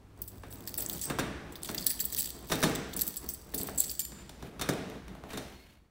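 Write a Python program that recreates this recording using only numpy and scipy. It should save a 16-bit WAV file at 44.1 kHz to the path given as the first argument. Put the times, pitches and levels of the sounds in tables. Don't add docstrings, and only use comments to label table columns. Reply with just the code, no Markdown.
import sys
import numpy as np
from scipy import signal
from scipy.fft import rfft, irfft, next_fast_len
from scipy.io import wavfile
from scipy.ndimage import map_coordinates

SR = 44100
rng = np.random.default_rng(int(sys.argv[2]) if len(sys.argv) > 2 else 0)


def log_audio(samples):
    frames = np.atleast_2d(samples).T
    limited = np.clip(frames, -1, 1)
    pcm = np.round(limited * 32767).astype(np.int16)
    wavfile.write(sys.argv[1], SR, pcm)


N = 260190

# start in seconds, level in dB, ring pitch in Hz, balance of the long keys in dB,
# decay time of the contact in ms.
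CLINKS = [(0.218, -22.5, 14500, -16, 3.7), (0.277, -29, 15600, -13.5, 7.7), (0.504, -39, 15500, -36, 21),
          (0.534, -36.5, 15500, -40, 5.8), (0.6744, -22, 15700, -3, 5), (0.7764, -21.5, 13540, -21.5, 10.4),
          (0.8041, -22.5, 7700, -13, 5.3), (0.8218, -24, 12140, -10, 6.8), (0.888, -30, 14370, -18.5, 2.1),
          (0.897, -20.5, 15000, -0.5, 1.4), (0.921, -28.5, 11100, -12, 1.6), (0.9288, -25, 7740, -8, 7),
          (1.0132, -21.5, 10200, -4, 10.4), (1.0332, -25, 7460, -6, 22), (1.055, -23.5, 14700, -22, 1.8),
          (1.5235, -37, 7770, -3.5, 4.8), (1.5556, -35, 3620, 2.5, 4), (1.627, -37.5, 5200, -3, 2),
          (1.646, -32.5, 12300, 2.5, 8), (1.6878, -28, 4500, 0, 2.8), (1.746, -23.5, 15500, -1, 2.6),
          (1.7797, -24.5, 4800, 2, 2.8), (1.8204, -32, 14980, 3, 8.1), (1.8662, -9, 10800, -6.5, 4.6),
          (1.894, -26, 8000, -18, 6.8), (1.9022, -17.5, 10900, -3.5, 6.1), (1.9141, -22.5, 10940, -28, 2.4),
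          (1.993, -28.5, 14900, 2, 4.5), (2.0016, -18, 7460, -11, 8.7), (2.0052, -20.5, 7750, 1, 2.6),
          (2.042, -25, 14970, -6, 3.8), (2.052, -19, 14800, -35, 3.3), (2.124, -28, 11700, -11, 3.9),
          (2.148, -22, 14900, 1.5, 0.75), (2.1807, -15.5, 11540, -5.5, 5.9), (2.189, -19, 7700, -21.5, 7.1),
          (2.253, -30, 7940, -5, 7.4), (2.509, -35, 5560, -12, 1.5), (2.752, -24.5, 7700, -3.5, 1.4),
          (2.7568, -25.5, 3500, -1, 1.7), (2.933, -40.5, 3580, 7, 3.5), (2.965, -22.5, 9460, -22, 5.6),
          (3.0103, -14, 12520, -11, 4.6), (3.0178, -15.5, 11800, -13.5, 2.6), (3.067, -21, 15900, -10, 2.8),
          (3.0763, -19, 14400, -16.5, 3.9), (3.087, -26, 15000, -7, 1.3), (3.168, -25, 15040, -10.5, 4.3),
          (3.289, -18.5, 15150, -12, 2.5), (3.296, -26.5, 14400, -13, 11), (3.3375, -28, 15200, -26, 2.6),
          (3.543, -18, 12500, -7, 8.8), (3.5775, -25.5, 8100, -9, 17), (3.613, -26.5, 12360, -2, 4.9),
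          (3.6328, -21.5, 12800, -25, 0.47), (3.6705, -26, 14400, -6, 5), (3.7773, -20, 15200, -15.5, 22),
          (3.803, -10, 14500, -23, 2), (3.812, -33, 7740, -13, 3.8), (3.837, -30.5, 7600, 1, 6.5),
          (3.8633, -37, 14900, -12, 7.6), (3.8934, -32, 14500, 5, 3.4), (3.902, -25.5, 8500, -14, 4.8),
          (3.9136, -20.5, 15100, -9, 5), (3.9936, -16.5, 7250, -8.5, 4), (4.001, -22.5, 11500, -5, 5.3),
          (4.018, -25, 15000, 0, 0.83), (4.051, -24.5, 16000, -4, 1.1)]
# start in seconds, clack level in dB, door leaf in dB against
# the clack, depth of the thud in dB, steel snap in dB against the clack.
KNOCKS = [(0.4339, -40.5, -8.5, -6, -10.5), (0.7821, -39.5, -6, -6, 0.5), (1.0988, -27.5, -2, 3.5, -8.5),
          (1.1866, -22.5, -5.5, 2.5, -8), (1.6909, -34, -1.5, 3.5, -2), (2.4981, -34.5, 1, 0, -3),
          (2.5169, -24, -3.5, -0.5, -1.5), (2.6276, -22, -26, -6, -7), (2.6334, -27, 5, 1, 5.5),
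          (3.5367, -40, 4, 2, -8), (3.5989, -49, 11.5, 6, 6), (3.6388, -58.5, 15, -2, -8),
          (3.6844, -34.5, -7, -7.5, -17), (4.12, -44.5, -3, 10.5, -7), (4.2938, -49.5, -1.5, -5, 8),
          (4.4248, -40.5, 1.5, 5, -10), (4.5943, -35.5, -14.5, 16.5, -5.5), (4.6121, -30, -8.5, 3, 0),
          (4.6885, -27, 1.5, 3, -4), (4.7355, -45, 5, -4, 4), (4.8997, -47, -18, 21, -2),
          (5.08, -43.5, -3, 7, -7.5), (5.1494, -46, -5, -7.5, -9), (5.2352, -50, 5.5, -6.5, -27),
          (5.3047, -44, -20, 4, -0.5), (5.3324, -35.5, -3, 3, -5), (5.3727, -38.5, -1, -5.5, 5.5)]
# start in seconds, hold in seconds, level in dB.
SQUEAK = (5.5, .14, -68)
# pitch in Hz, level in dB, t60 in seconds.
LEVER_RINGS = [(2350, -59, .3), (7176, -43, .62), (11390, -45, .35)]
# centre in Hz, width in Hz, relative level in dB.
DOOR_MODES = [(131.2, 49.5, 0), (196.4, 25, 5.5), (265, 30, 3), (343.3, 45, 2), (445.7, 49, -1.5),
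              (589, 145, -6), (947, 690, -11.5)]
# frequency in Hz, relative density in dB per Hz.
LOCK_CASE_TONE = [(700, 1.5), (1150, 6), (1650, 2.5), (2300, -4.5), (3500, -11), (5000, -31)]
# frequency in Hz, relative density in dB per Hz.
BOLT_TONE = [(1350, -7), (2300, -6.5), (3200, -7.5), (3700, -1.5), (4300, -6.5), (6040, -4.5), (6800, -9),
             (8400, -7), (12500, -12.5), (16000, -12)]
# centre in Hz, width in Hz, relative level in dB.
PLATE_MODES = [(3666, 100, 0), (4340, 30, -3.5), (5460, 43, -11), (5810, 81, -6.5), (7170, 82, -8.5),
               (8640, 31, -8.5), (9020, 38, -9)]
# frequency in Hz, relative density in dB per Hz.
RUMBLE_TONE = [(20, -70), (28, -48), (38, -13), (45, 0.5), (60, 11), (90, -1), (140, -40.5)]
# frequency in Hz, relative density in dB per Hz.
HISS_TONE = [(200, -6), (480, -19), (890, -20.5), (6770, -39.5), (9800, -43), (16000, -64.5)]
# frequency in Hz, t60 in seconds.
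ECHO_DECAY = [(100, 0.96), (700, 0.73), (1840, 1.17), (4850, 1.08), (12800, 0.38)]
# frequency in Hz, gain in dB.
TREBLE_LIMIT = [(15750, 1.5), (16000, -38.5)]
# centre in Hz, width in Hz, relative level in dB.
KEY_MODES = [(1795, 200, -8.5), (3500, 700, -8.5), (4600, 460, -4), (6230, 1200, -9.5), (7690, 236, 0.5),
             (8275, 270, 0), (9180, 990, -8), (10910, 670, -8), (11550, 240, -6.5), (12500, 1900, -28),
             (13830, 240, -8.5), (14950, 2750, 0)]
# frequency in Hz, relative density in dB per Hz.
RUB_TONE = [(300, 1.5), (900, -3.5), (3000, -1), (5500, -11.5), (16000, -14)]
# start in seconds, hold in seconds, level in dB before the rattle trim.
SHAKES = [(.2, 0.13, -56), (.5, 0.27, -50.5), (.68, 0.11, -52), (.82, 0.17, -41), (1.63, 0.17, -39.5),
          (1.86, 0.035, -39), (2.14, 0.058, -31.5), (2.5, 0.13, -40), (2.96, .08, -33), (3.25, 0.13, -49),
          (3.55, 0.18, -51.5), (3.8, 0.039, -37.5), (4.0, .04, -85)]
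# start in seconds, hold in seconds, level in dB.
RUBS = [(3.56, 0.12, -58.5), (4.2, 0.022, -56.5), (4.43, 0.036, -57), (5.31, 0.035, -54), (5.42, 0.32, -58)]
# time in seconds, level in dB.
GRIP = [(0, -62.5), (1.05, -49), (1.6, -52), (2.4, -52.5), (3, -50.5), (3.5, -56), (4.1, -63), (4.9, -46),
        (5.3, -60), (5.9, -62)]
# time in seconds, gain in dB.
FADE = [(0, -1), (.5, -0.5), (5.4, 0.5), (5.9, -10.5)]

LONG_KEYS_BELOW_HZ = 7000
CHATTER_DB, CHATTER_SAMPLES = 4, 32
PANEL_DB, DEEP_DB = 5, -9
SHAKE_RISE, SHAKE_FALL = 410, 113
RUB_RISE, RUB_FALL = 260, 190
RUMBLE_DB, HISS_DB = -55.5, -60
RUMBLE_PER_GRIP = 0.21
HUM = (0.49, 0.8, -54)
HUM_HZ, HUM_RISE, HUM_FALL = 98, 20, 80
HANDLE_TAP = 3.994
SQUEAK_HZ, SQUEAK_HZ_PER_S = 2130, 220
SQUEAK_RISE, SQUEAK_FALL = 300, 80
TOP_HZ = 16990


def amp(db):
    return 10 ** (np.asarray(db) / 20)


def unit(x):
    return x / np.sqrt(np.mean(x ** 2) + 1e-20)


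def along(points, hz):
    f, v = np.transpose(points)
    return np.interp(np.log(hz + 1), np.log(f + 1), v)


def curves(rows):
    s, *cols = np.transpose(rows)
    return [np.interp(np.arange(N) / SR, s, c) for c in cols]


def wobble(rate):
    knots = rng.standard_normal(int(N * rate / SR) + 4)
    return map_coordinates(knots, [np.arange(N) * rate / SR])


def swells(rows, rise, fall):
    t = np.arange(N) / SR
    gain = 0
    for s, hold, db in rows:
        before = np.clip(s - t, 0, None)
        after = np.clip(t - s - hold, 0, None)
        gain = gain + amp(db - rise * before - fall * after)
    return gain


def filtered(x, response):
    m = next_fast_len(N + SR // 2)
    h = response(np.fft.rfftfreq(m, 1 / SR))
    h = h / np.sqrt(np.mean(np.abs(h) ** 2))
    return irfft(rfft(x, m) * h, m)[..., :N]


def resonance(f, centre, width):
    return 1j * f * width / (centre ** 2 - f * f + 1j * f * width)


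def modes(table):
    return lambda f: sum((-1) ** k * amp(db) * resonance(f, centre, width)
                         for k, (centre, width, db) in enumerate(table))


def colour(points):
    return lambda f: amp(along(points, f))


def bursts(db, ms, size):
    u = np.arange(size) / SR * 1000 / np.clip(ms, .1, 30)[:, None]
    ticks = rng.standard_normal((len(u), size // CHATTER_SAMPLES + 1))
    ticks = np.repeat(ticks, CHATTER_SAMPLES, axis=1)[:, :size]
    chatter = amp(CHATTER_DB * ticks)
    chatter /= np.sqrt(np.mean(chatter ** 2))
    envelope = amp(db[:, None] - 5.86 * u) * (1 - np.exp(-u / 0.079))
    return rng.standard_normal(u.shape) * chatter * envelope


def placed(s, rows):
    at = np.round(s * SR).astype(int)[:, None] + np.arange(rows.shape[1])
    return np.bincount(at.ravel(), rows.ravel(), N + SR)[:N]


def contacts(s, db, ms):
    return placed(s, bursts(db, ms, size=SR // 16))


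def struck(force, long_db, scatter_db):
    f = np.fft.rfftfreq(force.shape[1], 1 / SR)
    hz, width, db = np.transpose(KEY_MODES)
    long_keys = hz < LONG_KEYS_BELOW_HZ
    gains = amp(db + scatter_db * rng.standard_normal((len(force), len(hz))))
    for group in (long_keys, ~long_keys):
        energy = gains[:, group] ** 2 @ width[group] / SR
        gains[:, group] /= np.sqrt(energy)[:, None]
    gains *= amp(np.outer(long_db, long_keys))
    polarity = (-1) ** np.arange(len(hz))[:, None]
    shapes = polarity * resonance(f, hz[:, None], width[:, None])
    shapes *= f * f / (f * f + 2600 ** 2)
    return irfft(rfft(force) * (gains @ shapes), force.shape[1])


def air():
    rumble = unit(filtered(rng.standard_normal(N), colour(RUMBLE_TONE)))
    grip_db = curves(GRIP)[0]
    hiss = unit(filtered(rng.standard_normal(N), colour(HISS_TONE)))
    hum_gain = swells([HUM], HUM_RISE, HUM_FALL) * amp(4.3 * wobble(3.3))
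    hum = hum_gain * np.sin(2 * np.pi * np.cumsum(HUM_HZ + 3 * wobble(5.0)) / SR)
    rumble_db = RUMBLE_DB + RUMBLE_PER_GRIP * (grip_db - grip_db.mean()) + 1.2 * wobble(8.6)
    return amp(rumble_db) * rumble + amp(HISS_DB) * hiss + hum


def hand():
    leaf = filtered(rng.standard_normal(N) * amp(2.8 * wobble(25)), modes(DOOR_MODES))
    rub = filtered(rng.standard_normal(N) * amp(2.7 * wobble(150)), colour(RUB_TONE))
    shaken = amp(curves(GRIP)[0]) * unit(leaf)
    return shaken + swells(RUBS, RUB_RISE, RUB_FALL) * unit(rub)


def rattle(count=1000):
    when, size, ms = rng.random((count, 3)).T
    force = bursts(-5 * np.log(size + 0.02), .5 + 1.3 * ms, size=512)
    bunch = placed(when * 4.2, struck(force, np.full(count, -5.), scatter_db=3.5))
    return amp(-6.5) * swells(SHAKES, SHAKE_RISE, SHAKE_FALL) * unit(bunch)


def keys():
    s, db, hz, long_db, ms = np.transpose(CLINKS)
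    shake = struck(bursts(0 * db, ms, size=4096), long_db - 1.0, scatter_db=4.5)
    t = np.arange(shake.shape[1]) / SR
    ring_db = np.where(hz < LONG_KEYS_BELOW_HZ, long_db, 0)
    envelope = amp(ring_db[:, None] - 60 * t / 0.0097) * (1 - np.exp(-t / 0.00019))
    rings = envelope * np.sin(2 * np.pi * hz[:, None] * t)
    clinks = shake + amp(7.5) * rings
    loudest = np.abs(clinks).max(axis=1) * amp(-np.maximum(long_db, 0))
    return placed(s, clinks * (amp(db + 0.5) / loudest)[:, None])


def stairwell(x, count=12):
    out, step = np.zeros(N + 2 * SR), N // count + 1
    for k in range(count):
        hz, t, z = signal.stft(rng.standard_normal(3 * SR // 2), SR, nperseg=256)
        decay = amp(-60 * t / along(ECHO_DECAY, hz)[:, None])
        tail = signal.istft(z * decay, SR, nperseg=256)[1]
        wet = signal.fftconvolve(x[k * step:][:step], tail / np.linalg.norm(tail))
        start = k * step + 200
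        out[start:][:len(wet)] += wet[:len(out) - start]
    return out[:N]


def lock():
    s, db, boom_db, depth_db, snap_db = np.transpose(KNOCKS)
    panel_db = boom_db - depth_db + PANEL_DB
    deep_db = boom_db + depth_db + DEEP_DB
    ms = np.clip(5.5 + 0.22 * (db + 30), 1.5, 7)

    def push(level_db):
        return placed(s + 0.0034, amp(level_db)[:, None])

    boom = filtered(push(db + boom_db + 20.5), modes(DOOR_MODES[2:5]))
    thud = filtered(push(db + deep_db + 24.5), modes(DOOR_MODES[:2]))
    panel = filtered(push(db + panel_db + 11), modes(DOOR_MODES[5:]))
    leaf = boom + thud + panel
    snap = filtered(contacts(s, db + snap_db + 1, ms), colour(BOLT_TONE))
    plate = filtered(contacts(s, db + snap_db - 11, 3 * ms), modes(PLATE_MODES))
    clack = filtered(contacts(s, db - 4, 1.26 * ms), colour(LOCK_CASE_TONE))
    spread_snap = filtered(push(db + snap_db + 12), colour(BOLT_TONE))
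    spread_clack = filtered(push(db + 15), colour(LOCK_CASE_TONE))
    return snap + plate + clack + leaf, spread_snap + spread_clack + leaf


def handle():
    t = np.clip(np.arange(N) / SR - HANDLE_TAP, 0, None)
    ringing = 0
    for hz, db, t60 in LEVER_RINGS:
        flutter = amp(5 * np.clip(t / .04, 0, 1) * wobble(35))
        ringing = ringing + amp(db - 60 * t / t60) * flutter * np.sin(2 * np.pi * hz * t)
    return ringing


def hinge():
    hz = SQUEAK_HZ + SQUEAK_HZ_PER_S * (np.arange(N) / SR - SQUEAK[0])
    turn = 2 * np.pi * np.cumsum(hz + 22 * wobble(120)) / SR
    slips = amp(3.5 * wobble(60))
    tone = np.sin(turn) + amp(3.0) * np.sin(2 * turn)
    return swells([SQUEAK], SQUEAK_RISE, SQUEAK_FALL) * slips * tone


def scene():
    bunch = keys() + rattle()
    blows, spread = lock()
    direct = bunch + handle() + blows + hinge() + hand()
    echo = stairwell(amp(-11.5) * bunch + amp(2.0) * spread)
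    return (direct + echo + air())[None]


def record(dry):
    m = next_fast_len(N + SR)
    hz = np.fft.rfftfreq(m, 1 / SR)
    response = amp(along(TREBLE_LIMIT, hz)) * (hz < TOP_HZ)
    faded = dry * amp(curves(FADE)[0])
    return irfft(rfft(faded, m) * response, m)[..., :N]


dry = scene()
out = record(dry)
log_audio(out)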